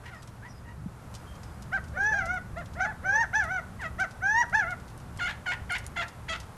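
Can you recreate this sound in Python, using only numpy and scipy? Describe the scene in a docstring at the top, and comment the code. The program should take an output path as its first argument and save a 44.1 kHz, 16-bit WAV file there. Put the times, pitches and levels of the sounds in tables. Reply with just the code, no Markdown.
"""In a shelter, a covey of quail walks over gravel, above a low rumble and the hum of a far machine.
Each call is a source and a filter: a vibrating membrane makes harmonics, and throat and beak shape them.
The birds trade nasal clucks, climbing wails, two-humped yelps and faint squeaks; then one gives five
harsh chips that break up at their ends. Feet set pebbles ringing, near walls reflect calls and steps,
a few dull bumps sound, and a small bird whistles far off."""
import sys
import numpy as np
from scipy import signal
from scipy.fft import rfft, irfft, next_fast_len
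from scipy.io import wavfile

SR = 44100
rng = np.random.default_rng(int(sys.argv[2]) if len(sys.argv) > 2 else 0)


def wav_record(signal):
    """Record a signal, one row per channel, as 16-bit PCM in the file named by sys.argv[1]."""
    frames = np.transpose(np.atleast_2d(signal))
    bounded = np.clip(frames, -1, 1)
    # unit amplitude maps onto the largest positive 16-bit level
    quanta = np.round(bounded * 32767).astype(np.int16)
    wavfile.write(sys.argv[1], SR, quanta)


N = 289719


# Wails: (time [s], length [s], start pitch [Hz], top pitch [Hz], bend of the climb [1 = straight],
# final drop [0-1], level [dB], softness [0-1], overtones [dB], beak ring [dB])
WAIL_NOTES = [(1.945, .198, 740.5, 871, 0.64, 0.067, -24.5, .02, -1.3, 4.5),
              (2.108, 0.17, 645, 768, 0.702, 0.44, -41.5, 0.97, -0.69, -15),
              (2.75, 0.18, 705, 869, .75, 0.32, -35, 0.72, 1.3, -40),
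              (3.028, .222, 754.7, 927, 1.25, 0.338, -22.5, 0.014, -1, 6),
              (4.203, .243, 760, 961, 0.98, 0.37, -22, 0.034, -1.9, 7.5)]

def wails(scoop_s=0.036, hold_s=0.047, drop_s=0.0351, swell_db=24.5, swell_s=0.031):
    """Tension sets pitch: the voice scoops up, swells as it climbs, and drops off the top."""
    out = np.zeros(N)
    for start, length, from_hz, top_hz, bend, drop, db, softness, overtones_db, ring_db in WAIL_NOTES:
        t = np.arange(0, length, 1 / SR)
        climb = np.interp(t, [scoop_s, length - hold_s], [0, 1]) ** bend
        arch = slack(t, scoop_s, drop_s, start_sag=0.35, end_sag=drop, squareness=1.9)
        pitch = (from_hz + (top_hz - from_hz) * climb) * arch
        level_db = db + effort(arch, softness) - swell_db * (1 - softness) * np.exp(-t / swell_s)
        add(out, start, voice(pitch, level_db, softness, overtones_db, ring_db, hoarse=0.01))
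    return out


# Yelps, with crests and dip timed from the onset: (time [s], first crest [s], dip [s], second crest [s],
# length [s], first crest [Hz], dip [Hz], second crest [Hz], scoop [0-1], level [dB],
# second arch gain [dB], beak ring [dB])
YELP_NOTES = [(2.132, 0.034, 0.11, .21, .26, 812.7, 662, 743, 0.06, -25.5, -1.5, -3),
              (3.327, 0.053, 0.14, 0.2, 0.28, 874.3, 633, 758, 0.31, -21.5, -0.5, -0.5),
              (4.521, .054, .135, .178, .228, 885.4, 662, 732.6, 0.4, -20, -3, -4.5)]

def yelps():
    """Coupled pitch and level: a high arch sinks into a dip and lifts into a lower, weaker arch."""
    out = np.zeros(N)
    for (start, crest_s, dip_s, second_s, length, crest_hz, dip_hz, second_hz,
         scoop, db, second_db, ring_db) in YELP_NOTES:
        t = np.arange(0, length, 1 / SR)
        pitch = ease(t, [crest_s, dip_s, second_s], [crest_hz, dip_hz, second_hz])
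        pitch *= slack(t, crest_s, length - second_s, start_sag=scoop, end_sag=0.209, squareness=3)
        level_db = db + effort(pitch / crest_hz, softness=0) + ease(t, [crest_s, second_s], [0, second_db])
        note = voice(pitch, level_db, softness=0, overtones_db=4, ring_db=ring_db, hoarse=0.016)
        add(out, start, note * fade(t, rise=0.012, fall=0.017))
    return out


# Clucks: (time [s], length [s], top pitch [Hz], level [dB], softness [0-1], beak ring [dB])
CLUCK_NOTES = [(1.714, 0.076, 795, -26.5, 0, -13), (1.927, 0.065, 601, -44, 1, -28),
               (1.991, .16, 439, -47.5, 1, -15), (2.555, 0.073, 705.4, -36.5, 0.73, -33),
               (2.788, .085, 768, -26.5, 0.15, -2), (3.018, 0.093, 604, -46, 1, -23),
               (3.106, 0.091, 568, -40.5, 0.64, -16), (3.979, .08, 774.6, -25.5, 0, -2)]

def clucks():
    """One pulse of tension: pitch and level rise and fall in a single short arch."""
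    out = np.zeros(N)
    for start, length, hz, db, softness, ring_db in CLUCK_NOTES:
        t = np.arange(0, length, 1 / SR)
        arch = slack(t, length / 2, length / 2, start_sag=0.31, end_sag=0.31, squareness=2.1)
        level_db = db + effort(arch, softness)
        note = voice(hz * arch, level_db, softness, overtones_db=3.5, ring_db=ring_db, hoarse=0.033)
        add(out, start, note * fade(t, rise=0.02, fall=0.0024))
    return out


# Throat response with the beak wide open: (frequency [Hz], gain [dB])
OPEN_THROAT_RESPONSE = [(700, -7), (1050, -13.5), (1450, 2.5), (1900, -1), (2200, -2), (2700, -10.5),
                        (3300, -4.5), (3700, -22), (4400, -16.5), (5700, -27), (7000, -21), (8200, -35.5),
                        (11000, -34)]
# Harsh chips: (time [s], length [s], pitch [Hz], level [dB], opening glide [s], time to the break [s],
# pitch jump [0-1], overtone tilt [dB/octave], waver [0-1])
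CHIP_NOTES = [(5.186, .15, 717.3, -31.5, .012, 0.094, .2, -0.5, 0.02),
              (5.457, 0.092, 722, -30, .0062, 0.061, .28, -1, .01),
              (5.692, 0.086, 720, -30.5, .0072, 0.062, 0.37, -0.5, .02),
              (5.957, 0.091, 682, -31, 0.0082, .062, 0.3, -1, .03),
              (6.28, 0.091, 659, -32.5, 0.0072, 0.048, 0.01, 2, 0.02)]

def chips(overshoot=0.58, rasp=0.016, broken_rasp=0.108, dying_db_per_s=230):
    """Voice break: each chip drops onto its pitch, holds it, then breaks into rough vibration, most with an
    upward crack in pitch."""
    out = np.zeros(N)
    for start, length, hz, db, glide_s, break_s, jump, tilt, waver in CHIP_NOTES:
        t = np.arange(0, length, 1 / SR)
        opening = np.exp(-(t / (1.1 * glide_s)) ** 2)
        broken = np.clip((t - break_s) / 0.0092 + 0.5, 0, 1)
        pitch = hz * (1 + overshoot * opening + jump * broken + waver * wander(len(t), rate_hz=84))
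        freqs = harmonics(pitch, count=15)
        # the overtones come in as the beak opens and dull a little at the break
        treble_db = (tilt - 7 * opening - 1.5 * broken) * np.maximum(np.log2(freqs / 1500), 0)
        flicker_db = 3.2 * np.array([wander(len(t), rate_hz=70) for _ in freqs])
        gains_db = at_hz(OPEN_THROAT_RESPONSE, freqs) + treble_db + flicker_db
        roughness = rasp + broken_rasp * broken
        note = syrinx(pitch * (1 + roughness * wander(len(t), rate_hz=590)), gains_db)
        flutter = 1 + 3 * roughness * wander(len(t), rate_hz=920)
        level_db = db - dying_db_per_s * np.maximum(t - break_s, 0)
        add(out, start, note * flutter * from_db(level_db) * fade(t, rise=2.55 * glide_s, fall=0.009))
    # the open throat cuts what lies below the voice
    return signal.sosfilt(signal.butter(4, 560, "high", fs=SR, output="sos"), out)


# Faint squeaks of other birds: (time [s], length [s], start pitch [Hz], end pitch [Hz], level [dB],
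# overtones [dB], hoarseness [0 = clear])
SQUEAK_NOTES = [(0.035, 0.0694, 848, 971, -43.5, 18.5, 1.03), (0.097, 0.11, 772, 616, -48, 9, 0.33),
                (0.41, 0.08, 749, 974, -48, 7, 0.47), (0.644, 0.1, 941, 955, -52, 10, 0.24),
                (3.79, 0.099, 1016, 641, -35.5, 10, 0.11)]

def squeaks(slide_share=0.7, edge_db=12):
    """Frequency glide: a thin voice slides to a new pitch while it swells and fades."""
    out = np.zeros(N)
    for start, length, from_hz, to_hz, db, overtones_db, hoarse in SQUEAK_NOTES:
        t = np.arange(0, length, 1 / SR)
        pitch = ease(t, [0, slide_share * length], [from_hz, to_hz])
        level_db = db - edge_db * (2 * t / length - 1) ** 2
        note = voice(pitch, level_db, softness=0, overtones_db=overtones_db, ring_db=-21, hoarse=hoarse)
        add(out, start, note)
    return out


# Throat response in a nasal call: (frequency [Hz], gain [dB])
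NASAL_THROAT_RESPONSE = [(800, -3.5), (950, -1.5), (1300, 1), (1600, 9), (1900, 0), (2200, -9.5),
                         (2500, -22.5), (2750, -24), (3050, -27.5), (3450, -28), (4400, -33.5), (5200, -33),
                         (7000, -35), (8000, -46)]

def voice(pitch, level_db, softness, overtones_db, ring_db, hoarse, beak_hz=6040, beak_width_hz=396):
    """Source and filter: a throat resonance lifts the second harmonic; the beak rings high above it."""
    t = np.arange(len(pitch)) / SR
    freqs = harmonics(pitch, count=12)
    beak = np.exp(-((freqs - beak_hz) / beak_width_hz) ** 2 / 2)
    upper = np.clip(np.log2(freqs / 1700) * 2, 0, 1)
    gains_db = at_hz(NASAL_THROAT_RESPONSE, freqs) + (14.5 + ring_db) * beak
    gains_db += (overtones_db + 6 * softness) * upper
    gains_db[0] += 14 * softness  # a soft voice favours its fundamental
    # a note is brightest where it is pushed hardest, and its overtones flicker
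    weakening_db = np.minimum(level_db - level_db.max() + 3, 0)
    gains_db += 1.1 * weakening_db * np.clip(np.log2(freqs / 2400), 0, 1)
    gains_db += 3.5 * upper * np.array([wander(len(t), rate_hz=77) for _ in freqs])
    # the membrane rasps as its tension lets go
    letting_go = np.clip(-np.gradient(pitch) * SR / 10000, 0, 1)
    roughness = 0.0035 + 0.19 * hoarse + 0.045 * letting_go
    note = syrinx(pitch * (1 + roughness * wander(len(t), rate_hz=1530)), gains_db)
    # the level dips as the second harmonic passes 1787 Hz
    dip_db = 5 * np.exp(-((2 * pitch - 1787) / 43) ** 2)
    shimmer_db = 1.53 * wander(len(t), rate_hz=32.4)
    return note * from_db(level_db - dip_db + shimmer_db) * fade(t, rise=0.0053, fall=0.0042)


def syrinx(pitch, gains_db):
    """Periodic vibration: one membrane gives a sum of phase-locked harmonics, scaled to rms 1."""
    gains = from_db(gains_db)
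    phase = 2 * np.pi * np.cumsum(pitch) / SR
    orders = np.arange(1, len(gains) + 1)[:, None]
    return np.sum(gains * np.sin(orders * phase), axis=0) / np.sqrt(np.sum(gains ** 2, axis=0) / 2)


def slack(t, rise_s, fall_s, start_sag, end_sag, squareness):
    """Membrane tension: the share of its pitch that a voice reaches as it tightens and lets go."""
    tighten = 1 - start_sag * np.clip(1 - t / rise_s, 0, 1) ** squareness
    release = 1 - end_sag * np.clip(1 - (t[-1] - t) / fall_s, 0, 1) ** squareness
    return tighten * release


def effort(pitch_share, softness, db_per_octave=33):
    """Vocal effort: the level [dB] rises with pitch, less so in a soft voice."""
    return db_per_octave * (1 - 0.59 * softness) * np.log2(pitch_share)


def shuffles(per_s=2.9, click_db=-57, crunch_db=-58.5, spread_db=2.5):
    """Random arrivals: light steps fall at chance moments, as rows like those of CLEAR_STEPS."""
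    count = round(per_s * N / SR)
    levels_db = [click_db, crunch_db] + spread_db * rng.standard_normal((count, 2))
    return np.column_stack([rng.uniform(0, N / SR, count), levels_db])


# Resonances of a kicked pebble: (frequency [Hz], bandwidth [Hz])
PEBBLE_LOW, PEBBLE_HIGH = [(3300, 2900), (5400, 2600)], [(8000, 2100), (9700, 3100)]
# The clearest steps: (time [s], relative click level [dB], relative crunch level [dB])
CLEAR_STEPS = [(0.2284, -40, -54), (0.2738, -44, -53), (1.1396, -49, -49.5), (1.1494, -47, -46.5),
               (1.4314, -60, -50.5), (1.622, -38, -51), (1.8387, -57, -55), (2.0343, -45, -54),
               (2.2552, -62, -45.5), (2.341, -39.5, -68), (2.6565, -49, -54.5), (3.4388, -33, -49),
               (3.8144, -56, -50.5), (3.9975, -57, -43.5), (4.1081, -51, -52), (4.4962, -35, -57),
               (4.7052, -44, -49.5), (4.9766, -36, -61), (5.1732, -34, -55), (5.7209, -25.5, -54),
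               (5.7821, -30, -46), (5.8646, -21.5, -72), (6.0807, -47, -48.5), (6.4003, -41, -46)]

def gravel(click_s=0.0011, crunch_s=0.009, grain_db=3):
    """Impact excitation: a step's click rings the high pebble modes, its crunch of contacts the low."""
    crunches, clicks = np.zeros(N), np.zeros(N)
    t = np.arange(0, 0.05, 1 / SR)
    onset = 1 - np.exp(-t / 0.00077)
    for start, click_db, crunch_db in [*CLEAR_STEPS, *shuffles()]:
        grains = rng.standard_normal(len(t)) * from_db(grain_db * wander(len(t), rate_hz=3900)) * onset
        add(crunches, start, grains * np.exp(-t / crunch_s) * from_db(crunch_db))
        add(clicks, start, grains * np.exp(-t / click_s) * from_db(click_db - 4))
    low = sum(resonate(crunches, hz, width) for hz, width in PEBBLE_LOW)
    high = sum(resonate(clicks, hz, width) for hz, width in PEBBLE_HIGH)
    return 2 * signal.sosfilt(signal.butter(2, 11500, fs=SR, output="sos"), low + high)


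# Reflections from the near walls: (delay [ms], gain [dB])
WALL_REFLECTIONS = [(4.3, -22.5), (7.75, -12.5), (13.4, -13.5)]

def shelter(x, tail_db, t60_s=0.36, dull_hz=5000, build_s=0.0071):
    """Comb filtering: wall reflections interfere with the direct sound; a short diffuse tail follows."""
    t = np.arange(0, 0.6, 1 / SR)
    early = sum(from_db(db) * np.sinc((t - ms / 1000) * SR) for ms, db in WALL_REFLECTIONS)
    tail = rng.standard_normal(len(t)) * from_db(-60 * t / t60_s) * np.clip(t / build_s, 0, 1) ** 2
    tail /= np.sqrt(np.sum(tail ** 2))
    tail = signal.sosfilt(signal.butter(1, dull_hz, fs=SR, output="sos"), tail)
    return x + signal.fftconvolve(x, early + from_db(tail_db) * tail)[:N]


# Dull bumps: (time [s], frequency [Hz], level [dB], decay time [s])
THUDS = [(0.778, 153, -41, 0.05), (0.818, 114.6, -36.5, 0.036), (0.859, 185, -25.5, 0.0097),
         (2.531, 74, -27, 0.01), (5.617, 83, -32, 0.022)]

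def bumps():
    """Damped oscillation: each soft, low thud dies in a few cycles."""
    out = np.zeros(N)
    t = np.arange(0, 0.2, 1 / SR)
    for start, hz, db, decay_s in THUDS:
        thud = np.sqrt(2) * np.sin(2 * np.pi * hz * t) * np.exp(-t / decay_s)
        add(out, start, from_db(db) * thud * fade(t, rise=0.004, fall=0.02))
    return out


# Far whistles: (time [s], length [s], start pitch [Hz], end pitch [Hz], level [dB])
WHISTLE_NOTES = [(.15, 0.073, 5300, 4770, -70), (.475, .13, 5170, 4950, -67), (.48, 0.048, 5870, 5560, -63),
                 (1.16, .08, 5100, 4900, -71), (1.265, 0.067, 3184, 3180, -62),
                 (1.337, 0.04, 3180, 3160, -63), (1.43, 0.14, 5130, 4900, -75)]

def whistles(waver=0.013, twitter_db=4):
    """Modulated pure tone: a distant small bird glides down, wavering in pitch and level."""
    out = np.zeros(N)
    for start, length, from_hz, to_hz, db in WHISTLE_NOTES:
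        t = np.arange(0, length, 1 / SR)
        pitch = np.geomspace(from_hz, to_hz, len(t)) * (1 + waver * wander(len(t), rate_hz=500))
        twitter = from_db(db + twitter_db * wander(len(t), rate_hz=93))
        add(out, start, twitter * syrinx(pitch, gains_db=[[0]]) * fade(t, rise=0.014, fall=0.02))
    return out


# Spectrum of the outdoor noise: (frequency [Hz], relative density [dB])
AIR_SPECTRUM = [(20, -12), (45, -3), (70, 3.5), (115, -2.5), (190, -6), (300, -16.5), (500, -19.5),
                (900, -19), (1400, -21.5), (2000, -30), (3000, -36.5), (5000, -39.5), (8000, -40),
                (12500, -41.5)]
# Slow drift of its two bands: (time [s], rumble gain [dB], hiss gain [dB])
AIR_DRIFT = [(0, -5.5, -0.5), (.8, -3, -2.5), (1.2, -2.5, 2), (2.2, 2, -0.5), (3.5, -1.5, 1), (5, -0.5, 1),
             (6.57, -2.5, 1.5)]

def outdoor_air(level_db=-42.5, split_hz=300, sway_db=1):
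    """Spectrally shaped noise: a low rumble and a soft hiss drift separately in level."""
    size = next_fast_len(N)
    colour = from_db(at_hz(AIR_SPECTRUM, np.arange(size // 2 + 1) * SR / size))
    air = rms_one(irfft(rfft(rng.standard_normal(size)) * colour, size)[:N])
    rumble = signal.sosfiltfilt(signal.butter(2, split_hz, fs=SR, output="sos"), air)
    hiss = air - rumble
    t = np.arange(N) / SR
    times, rumble_db, hiss_db = np.transpose(AIR_DRIFT)
    rumble *= from_db(np.interp(t, times, rumble_db) + sway_db * wander(N, rate_hz=7.5))
    hiss *= from_db(np.interp(t, times, hiss_db))
    return from_db(level_db) * (rumble + hiss)


def machine_hum(hz=117, level_db=-50):
    """Frequency and amplitude modulation: the one low tone of a far machine wavers at random."""
    pitch = hz * (1 + 0.02 * wander(N, rate_hz=7))
    flutter = 1 + 0.25 * wander(N, rate_hz=54)
    return from_db(level_db) * flutter * np.sin(2 * np.pi * np.cumsum(pitch) / SR)


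def from_db(db):
    """Decibels as an amplitude ratio."""
    return 10 ** (np.asarray(db) / 20)


def rms_one(x):
    """Normalisation to unit power."""
    return x / np.sqrt(np.mean(x ** 2) + 1e-20)


def at_hz(points, hz):
    """Interpolation of a spectrum [dB] on a log-frequency axis."""
    freqs, db = np.transpose(points)
    return np.interp(np.log(np.maximum(hz, 1)), np.log(freqs), db)


def harmonics(pitch, count):
    """Harmonic series: whole multiples of the pitch, one row each."""
    return np.arange(1, count + 1)[:, None] * pitch


def add(out, start, sound):
    """Superposition: a sound joins the mix at its start time [s]."""
    i = max(round(start * SR), 0)
    out[i:i + len(sound)] += sound[:max(N - i, 0)]


def wander(size, rate_hz):
    """Smooth random modulation: noise through a settled two-pole low-pass, with rms near 1."""
    w = np.sqrt(2) * np.pi * rate_hz / SR
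    poles = [1, -2 * np.exp(-w) * np.cos(w), np.exp(-2 * w)]
    smooth = signal.lfilter([1], poles, rng.standard_normal(size + 5000))
    return rms_one(smooth[2000:])[:size]


def resonate(x, hz, width_hz):
    """Two-pole resonance with unit gain at its peak."""
    r = np.exp(-np.pi * width_hz / SR)
    zeros = np.array([1, 0, -1]) * (1 - r * r) / 2
    poles = [1, -2 * r * np.cos(2 * np.pi * hz / SR), r * r]
    return signal.lfilter(zeros, poles, x + 1e-18)


def fade(t, rise, fall):
    """Amplitude envelope with a quarter-sine rise and fall [s]."""
    attack = np.sin(np.pi / 2 * np.clip(t / rise, 0, 1))
    release = np.sin(np.pi / 2 * np.clip((t[-1] - t) / fall, 0, 1))
    return attack * release


def ease(t, times, values):
    """Raised-cosine interpolation from each value to the next."""
    indices = np.arange(len(times))
    step = np.interp(t, times, indices)
    return np.interp(np.floor(step) + np.sin(np.pi / 2 * (step % 1)) ** 2, indices, values)


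def scene():
    """Direct-to-reverberant ratio: the farther birds carry more of the shelter's diffuse tail."""
    near = shelter(clucks() + wails() + yelps() + squeaks(), tail_db=-13)
    feet = shelter(gravel(), tail_db=-17)
    farther = shelter(chips() + whistles(), tail_db=-10.5)
    return (near + feet + farther + bumps() + outdoor_air() + machine_hum())[None]


def record(dry, cutoff_hz=12500):
    """Band limiting: a steep elliptic low-pass cuts the highest treble."""
    return signal.sosfilt(signal.ellip(12, 0.1, 80, cutoff_hz, fs=SR, output="sos"), dry)


dry = scene()
out = record(dry)
wav_record(out)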